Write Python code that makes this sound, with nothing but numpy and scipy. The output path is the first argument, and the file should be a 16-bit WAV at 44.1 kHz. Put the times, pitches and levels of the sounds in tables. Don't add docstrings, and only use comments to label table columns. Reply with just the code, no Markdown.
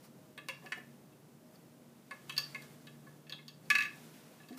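import sys
import numpy as np
from scipy import signal
from scipy.fft import rfft, irfft
from scipy.io import wavfile
from scipy.ndimage import uniform_filter1d

SR = 44100
rng = np.random.default_rng(int(sys.argv[2]) if len(sys.argv) > 2 else 0)


def voltage_ratio(decibels):
    exponent = np.asarray(decibels, float) / 20
    return 10 ** exponent


def put_to_file(sound):
    columns = np.atleast_2d(sound).T
    safe = np.clip(columns, -1, 1)
    whole_steps = np.round(safe * 32767)
    wavfile.write(sys.argv[1], SR, whole_steps.astype(np.int16))


N = 201986

# frequency in Hz, density in dB per Hz.
AIR_SPECTRUM = [(40, -28), (100, -15), (140, -2), (250, -4), (700, -16), (2000, -27), (4000, -30.5),
                (16000, -32)]
AIR_DB = -59.5
STIR_DB, STIR_PER_DB = -0.1, 0.09
# frequency in Hz, width in Hz, level in dB.
HUM_TONES = [(119.5, 6.9, -85.5), (234.3, 6.6, -67), (310.6, 14, -73.5), (510, 8.8, -80), (622, 6.4, -75.5)]
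# time in seconds, pitch in Hz, level in dB.
COMPRESSOR_PATH = [(0, 140, -76), (.8, 143, -66), (1.25, 140.2, -75), (2.1, 141, -70.5), (2.41, 143.3, -57),
                   (2.7, 145.3, -62), (3.37, 149.1, -59.5), (4.11, 155.2, -67.5), (4.58, 153.6, -69)]
# time in seconds, rustle level in dB.
RUSTLE_PATH = [(0, -68.5), (.35, -77), (.65, -68), (1.2, -73.5), (1.9, -71.5), (2.17, -67.5), (2.47, -60.5),
               (2.6, -63), (2.97, -71.5), (3.6, -71.5), (3.94, -62.5), (4.16, -62.5), (4.36, -66.5),
               (4.58, -67.5)]
# frequency in Hz, density in dB per Hz.
CLOTH_SPECTRUM = [(150, -38), (400, -1.5), (1500, -1), (4000, -5), (8000, -8), (15200, -11), (15500, -39)]
# centre in seconds, length in seconds, level in dB.
BRUSHES = [
    (0.052, 0.025, -63.5),
    (1.473, 0.06, -76),
    (1.55, .02, -69),
    (4.36, 0.003, -71),
    (4.578, 0.006, -53),
]
# frequency in Hz, density in dB per Hz.
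BRUSH_SPECTRUM = [(1500, 1.5), (3500, -7), (5000, 0.5), (7000, -6), (15000, -3.5), (15500, -35)]
# start in seconds, level in dB, centre in Hz.
THUMPS = [(0.478, -76, 352), (0.639, -44, 515), (0.724, -55, 890), (0.769, -42.5, 370), (0.799, -54, 336),
          (2.117, -47.5, 517), (2.374, -47.5, 816), (2.554, -49, 435), (3.322, -48, 740),
          (4.306, -48.5, 298), (4.399, -58.5, 378), (4.438, -58, 400)]
# frequency in Hz, level in dB, T60 in seconds.
KNOCK_MODES = [(256.5, 5, 0.38), (209.5, -17, 0.042), (364, -10, 0.082), (435, -7, 0.055),
               (620, -23, 0.063), (701, -12, 0.11)]
KNOCK_S, KNOCK_DB = 4.506, -41.5
# start in seconds, level near 13.6 kHz in dB, level near 8.7 kHz in dB.
GLINTS = [(0.378, -68, -49.5), (0.4863, -62, -42), (2.111, -73, -51.5), (2.378, -57, -70),
          (2.6179, -56, -63), (3.323, -65, -53), (3.701, -50, -34), (3.7519, -66, -52), (3.7828, -62, -46),
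          (3.8064, -61, -55), (3.8242, -56, -61), (3.8534, -62, -69), (4.4874, -63, -79),
          (4.5294, -76, -77)]
# frequency in Hz, level in dB, T60 in seconds.
GLINT_MODES = [(13600, -7, 0.09), (13480, -7, .08), (8760, -3, 0.022), (9000, -4, .018)]

# edges between them, then their centres, in Hz.
FAMILY_EDGES_HZ = [1400, 1980, 2950, 4250]
FAMILY_HZ = [1100, 1700, 2400, 3600, 5500]
# frequency in Hz, T60 in seconds, then edge tap, foot tap,
# slot tap, clink, drop in dB.
GLASS_MODES = [(532, 0.15, 0, 3, -8.5, -6, -45), (1025, 0.027, 10, 17, -26, -6, -12),
               (1102, 0.1, -4, -5, 1.5, -2.5, -39), (1163, 0.18, 3, -20, -15, -8, 8.5),
               (1560, 0.018, -33, -17, 9, -24, -7), (1710, 0.077, -1, 6, 5.5, -2.5, 8),
               (1749.5, 0.13, -5, -0.5, -17, -5, -5), (1890, 0.016, -2, -14, -11, -27, -9),
               (2054, 0.049, -18, -8, -21, -25, -3),
               (2240, 0.04, -27, -24, -25, -17, 1), (2141, 0.082, -0.5, -2, 7.5, -7, -2.5),
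              (2270, 0.049, -14, -5, -4, -3.5, -27), (2578, 0.062, 4, -6, 0.5, 0, 4.5),
              (2640, 0.048, -9, -21, -22, -21, -2), (2664, 0.16, -6, -6.5, -45, 0.5, -21),
              (2748, 0.056, 2.5, 2.5, -6, 2.5, -22), (3207, 0.085, -3, -15, -21, -10, -17),
              (3287, .07, -3, -16, -9, -4.5, -15), (3350, 0.11, -1.5, -3, -9, -9.5, -9),
              (3460, 0.077, -15, -3, -24, -3.5, -9), (3702, 0.06, 1, -1, 5, -2.5, -1),
              (3840, 0.098, 3.5, -8, 0, -7, 3.5), (3880, 0.11, 4, -7, -2, -10, .5),
               (4170, 0.023, 5, -12, .5, 5, -22), (4384, 0.035, 8.5, 0, 4, 6.5, 8.5),
               (4572, 0.073, -4, -0.5, -1.5, 4.5, 1.5), (4623, 0.062, 1, -5, 3, 4.5, 2),
               (5250, 0.051, -11, -5, -26, -3.5, -1), (5770, 0.039, -7, -8, -11, -8, 5),
               (6555, .038, -11, -31, -15, -5, 1), (11500, 0.04, -15, -22, -14, -14, -6)]
# push in seconds, crack in dB, crack decay in seconds, ring length share,
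# crack at 15 kHz over the top family in dB, 1.1 kHz family over the blow in dB.
TOUCH = [
    (0.002, 10.5, 0.0019, 0.58, -11, -15),
    (0.0015, 11, 0.0016, 0.8, -12, -2),
    (0.0033, 4.5, .0021, 0.57, -20, -2.5),
    (0.001, 4, 0.0012, 0.67, -6, -8.5),
    (0.003, 8, 0.0015, 0.45, -12, -19),
]
# start in seconds, blow near 1.7 kHz, 2.4 kHz, 3.6 kHz, top family in dB.
EDGE_TAPS = [(0.378, -40, -44, -49, -52.5), (0.6615, -44, -49, -63, -54), (2.6227, -50, -73, -60, -53),
             (2.871, -49, -52, -53.5, -55), (4.402, -51, -64, -67, -76), (4.4338, -61, -60, -70, -76),
             (4.4872, -54, -61.5, -62, -55), (4.527, -55, -65, -65, -59), (4.5452, -52, -64, -80, -65)]
# start in seconds, blow, 2.4 kHz, 3.6 kHz, top family in dB.
FOOT_TAPS = [
    (0.4865, -46, -32.5, -43.5, -38.5),
    (0.625, -64, -77, -72, -79),
]
# start in seconds, blow, 2.4 kHz, 3.6 kHz, top family in dB.
SLOT_TAPS = [
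    (2.111, -38.5, -41.5, -52, -46.5),
    (2.5474, -41.5, -34, -49, -44.5),
    (3.068, -50.5, -67, -78, -61),
    (3.389, -59.5, -52.5, -57, -70),
]
# start in seconds, blow, 2.4 kHz, 3.6 kHz, top family in dB.
CLINKS = [(1.122, -72, -70, -66, -83), (1.558, -83, -92, -83, -65), (2.367, -46, -43, -45, -42.5),
          (2.3796, -36, -39.5, -33.5, -24.5), (3.2687, -59, -62, -60, -68), (3.2969, -48.5, -52, -48, -44),
          (3.324, -47.5, -48.5, -34, -47.5), (3.482, -54, -59, -45, -44), (3.657, -81, -73, -69, -66)]
# start in seconds, blow in dB, treble change in dB.
BOUNCES = [
    (3.703, -19, -2),
    (3.7533, -23, -3.5),
    (3.7856, -27.5, -2.5),
    (3.8068, -31.5, -2),
    (3.8235, -32.5, -3),
    (3.8365, -46.5, 7),
    (3.8526, -36, -11),
    (3.863, -60, -3),
]
# 2.4 kHz, 3.6 kHz, top in dB.
DROP_DB = [5, -4.5, -5]
# frequency in Hz, T60 in seconds, tap in dB, clink in dB.
NARROW_MODES = [(1082, 0.068, -4, 0), (1186, 0.044, -14, -2), (1758, 0.16, 2, 2.5),
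                (1900, 0.038, -4, -20.5), (2133, 0.079, 0.5, -10), (2273, 0.035, -6, -5),
                (2620, 0.07, -4.5, 1), (2880, 0.065, -3.5, -10), (3280, 0.062, 8, 4.5),
                (3800, 0.11, 1, -13), (3870, 0.098, 5, -0.5), (4520, 0.057, 9, 2), (5300, .04, 1, -7),
                (6070, .05, -3, 1)]
# push in seconds, crack in dB, crack decay in seconds, ring length share,
# crack at 15 kHz over the top family in dB, 1.1 kHz family over the blow in dB.
NARROW_TOUCH = [
    (0.00066, 15.1, 0.0047, 0.52, -24, -15.5),
    (0.0023, 14.3, 0.0021, 0.84, -11, 0),
]
# start in seconds, blow, 2.4 kHz, 3.6 kHz, top family in dB.
NARROW_TAPS = [
    (0.7219, -33.5, -33, -51, -50),
]
# start in seconds, blow, 2.4 kHz, 3.6 kHz, top family in dB.
NARROW_CLINKS = [
    (2.2962, -48, -39, -41.5, -46.5),
    (2.3245, -63, -47.5, -54, -54),
]

# frequency in Hz, T60 in seconds, level in dB.
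ROOM_T60 = [(298, 0.088, -2.5), (1130, 0.33, 2), (1660, 0.36, -1.5), (2600, 0.31, 0.5), (4600, 0.35, -7),
            (6640, 0.16, 3), (12000, 0.19, -4)]
ROOM_DB = -9
# delay in seconds, gain.
ECHOES = [(.002732, .5), (.005317, .55), (.009286, .55)]
# frequency in Hz, gain in dB.
MIC_RESPONSE = [(30, -14), (55, -6), (110, 0), (15250, .5), (15480, -20), (16300, -38), (17000, -60)]


def level(x, db):
    return x * voltage_ratio(db) / np.sqrt(np.mean(x ** 2))


def curve(rows):
    return np.interp(np.arange(N) / SR, *np.transpose(rows))


def coloured(x, points):
    hz, db = np.transpose(points)
    log_f = np.log(np.fft.rfftfreq(len(x), 1 / SR) + 1)
    return irfft(rfft(x) * voltage_ratio(np.interp(log_f, np.log(hz), db)), len(x))


def narrow(hz, width_hz):
    f = np.fft.rfftfreq(N, 1 / SR)
    resonance = (1 + 2j * (f - hz) / width_hz) ** 2
    return level(irfft(rfft(rng.standard_normal(N)) / resonance, N), 0)


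def walk(rate_hz):
    hold = int(SR / rate_hz)
    steps = np.repeat(rng.standard_normal(N // hold + 1), hold)
    return uniform_filter1d(uniform_filter1d(steps, hold), hold)[:N]


def add(out, s, sound):
    at = int(s * SR)
    out[at:at + len(sound)] += sound[:len(out) - at]


def ring(modes, extra_db, rise_s, detune):
    hz, db, t60 = np.transpose(modes)[:, :, None]
    pitch_chance, phase_chance = rng.standard_normal((2, len(modes), 1))
    t = np.arange(SR // 3) / SR
    turn = 2 * np.pi * hz * (1 + detune * pitch_chance) * t
    decay = np.exp(-np.log(1000) * t / t60)
    tones = voltage_ratio(db + extra_db) * decay * np.sin(turn + 0.7 * phase_chance)
    return tones.sum(axis=0) * (1 - np.exp(-t / rise_s))


def laboratory():
    air = level(coloured(rng.standard_normal(N), AIR_SPECTRUM), AIR_DB)
    swell_db = STIR_DB + STIR_PER_DB * (curve(RUSTLE_PATH) + 70) + 1.4 * walk(6.6)
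    hum = sum(voltage_ratio(db) * narrow(hz, width_hz) for hz, width_hz, db in HUM_TONES)
    return voltage_ratio(swell_db) * air + hum


def compressor():
    s, hz, db = np.transpose(COMPRESSOR_PATH)
    pitch_hz = curve(np.c_[s, hz]) + 2.34 * walk(12)
    turn = 2 * np.pi * np.cumsum(pitch_hz) / SR
    return 2 ** 0.5 * voltage_ratio(curve(np.c_[s, db]) + 1.5 * walk(13)) * np.sin(turn)


def sleeve():
    t = np.arange(N) / SR
    hiss_db = -72.5
    rub = np.sqrt(np.maximum(voltage_ratio(2 * curve(RUSTLE_PATH)) - voltage_ratio(2 * hiss_db), 0))
    brushes = sum(voltage_ratio(db) * np.exp(-((t - s) / length_s) ** 2) for s, length_s, db in BRUSHES)
    cloth = rub * level(coloured(rng.standard_normal(N), CLOTH_SPECTRUM), 1.0)
    cloth += brushes * level(coloured(rng.standard_normal(N), BRUSH_SPECTRUM), 0)
    return cloth * voltage_ratio(1.3 * walk(60))


def hand():
    out = np.zeros(N)
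    t = np.arange(SR // 8) / SR
    envelope = np.exp(-t / 0.015) * (1 - np.exp(-t / 0.0024))
    for s, db, hz in THUMPS:
        band = [(hz / 3, -30), (hz / 1.8, -3), (hz, 0), (hz * 1.9, -3), (hz * 4, -25)]
        body = coloured(rng.standard_normal(len(t)), band)
        add(out, s, level(body, db - 10) * envelope)
    add(out, KNOCK_S, ring(KNOCK_MODES, KNOCK_DB, rise_s=0.003, detune=0))
    return out


def glints():
    out = np.zeros(N)
    for s, top_db, low_db in GLINTS:
        mode_db = np.array([[top_db], [top_db], [low_db], [low_db]])
        add(out, s, ring(GLINT_MODES, mode_db, rise_s=0.00034, detune=0.0047))
    return out


def tubes(blows, table, touch, kind):
    out = np.zeros(N)
    table = np.array(table)
    family = np.searchsorted(FAMILY_EDGES_HZ, table[:, 0])
    rise_s, crack_db, crack_s, ring_share, top_db, low_db = touch[kind]
    modes = np.transpose([table[:, 0], table[:, 2 + kind], ring_share * table[:, 1]])
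    t = np.arange(SR // 3) / SR
    spray = np.exp(-t / crack_s) + 0.093 * np.exp(-t / 0.031)
    lead = 400
    for s, blow_db, *upper_db in blows:
        first_db = blow_db + low_db
        family_db = np.array([first_db, blow_db, *upper_db])
        sound = ring(modes, family_db[family][:, None], rise_s, detune=0.0015)
        colour = [(300, first_db - 50), (700, first_db - 15),
                  *zip(FAMILY_HZ, family_db - [-2.5, 4, 3.0, -1.5, 2]),
                  (9000, family_db[-1] - 7.5), (15000, family_db[-1] + top_db)]
        burst = np.roll(rng.standard_normal(len(t)) * spray, lead)
        crack = np.roll(coloured(burst, colour), -lead) * (t < 0.1)
        add(out, s - 0.001, sound + voltage_ratio(crack_db) * crack)
    return out


def glass():
    mid_db, high_db, top_db = DROP_DB
    drop = [(s, db, db + mid_db, db + high_db + dull_db, db + top_db + dull_db) for s, db, dull_db in BOUNCES]
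    wide_modes = GLASS_MODES
    out = np.zeros(N)
    for kind, blows in enumerate([EDGE_TAPS, FOOT_TAPS, SLOT_TAPS, CLINKS, drop]):
        out += tubes(blows, wide_modes, TOUCH, kind)
    for kind, blows in enumerate([NARROW_TAPS, NARROW_CLINKS]):
        out += tubes(blows, NARROW_MODES, NARROW_TOUCH, kind)
    return out


def room(x):
    t = np.arange(int(0.8 * SR)) / SR
    hz, t60, db = np.transpose(ROOM_T60)
    tail = 0
    for centre in 150 * 2 ** np.arange(0, 7, 0.5):
        band = [(centre / 2 ** 0.5, -40), (centre / 1.2, -3), (centre, 0),
                (centre * 1.2, -3), (centre * 2 ** 0.5, -40)]
        noise = coloured(rng.standard_normal(len(t)), band)
        band_t60 = np.interp(np.log(centre), np.log(hz), t60)
        tail = tail + noise * np.exp(-np.log(1000) * t / band_t60)
    tail = coloured(tail, np.c_[hz, db]) * (1 - np.exp(-(t / 0.012) ** 2))
    echoes = np.zeros(len(t))
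    for s, gain in ECHOES:
        echoes[int(s * SR)] = gain
    response = voltage_ratio(ROOM_DB) * tail / np.sqrt(np.sum(tail ** 2))
    response += coloured(echoes, [(3000, 2.5), (5000, -10.5), (12000, -1.5)])
    response[0] = 1
    return signal.fftconvolve(x, response * (t < 0.7))[:N]


def scene():
    background = laboratory() + compressor() + sleeve()
    struck = voltage_ratio(-3.5) * glass() + glints() + hand()
    return (background + room(struck))[None]


def band_limit(x):
    return signal.sosfilt(signal.butter(12, 16450, fs=SR, output="sos"), x)


def record(dry):
    mix = coloured(dry[0], MIC_RESPONSE)[None]
    return band_limit(mix)


dry = scene()
out = record(dry)
put_to_file(out)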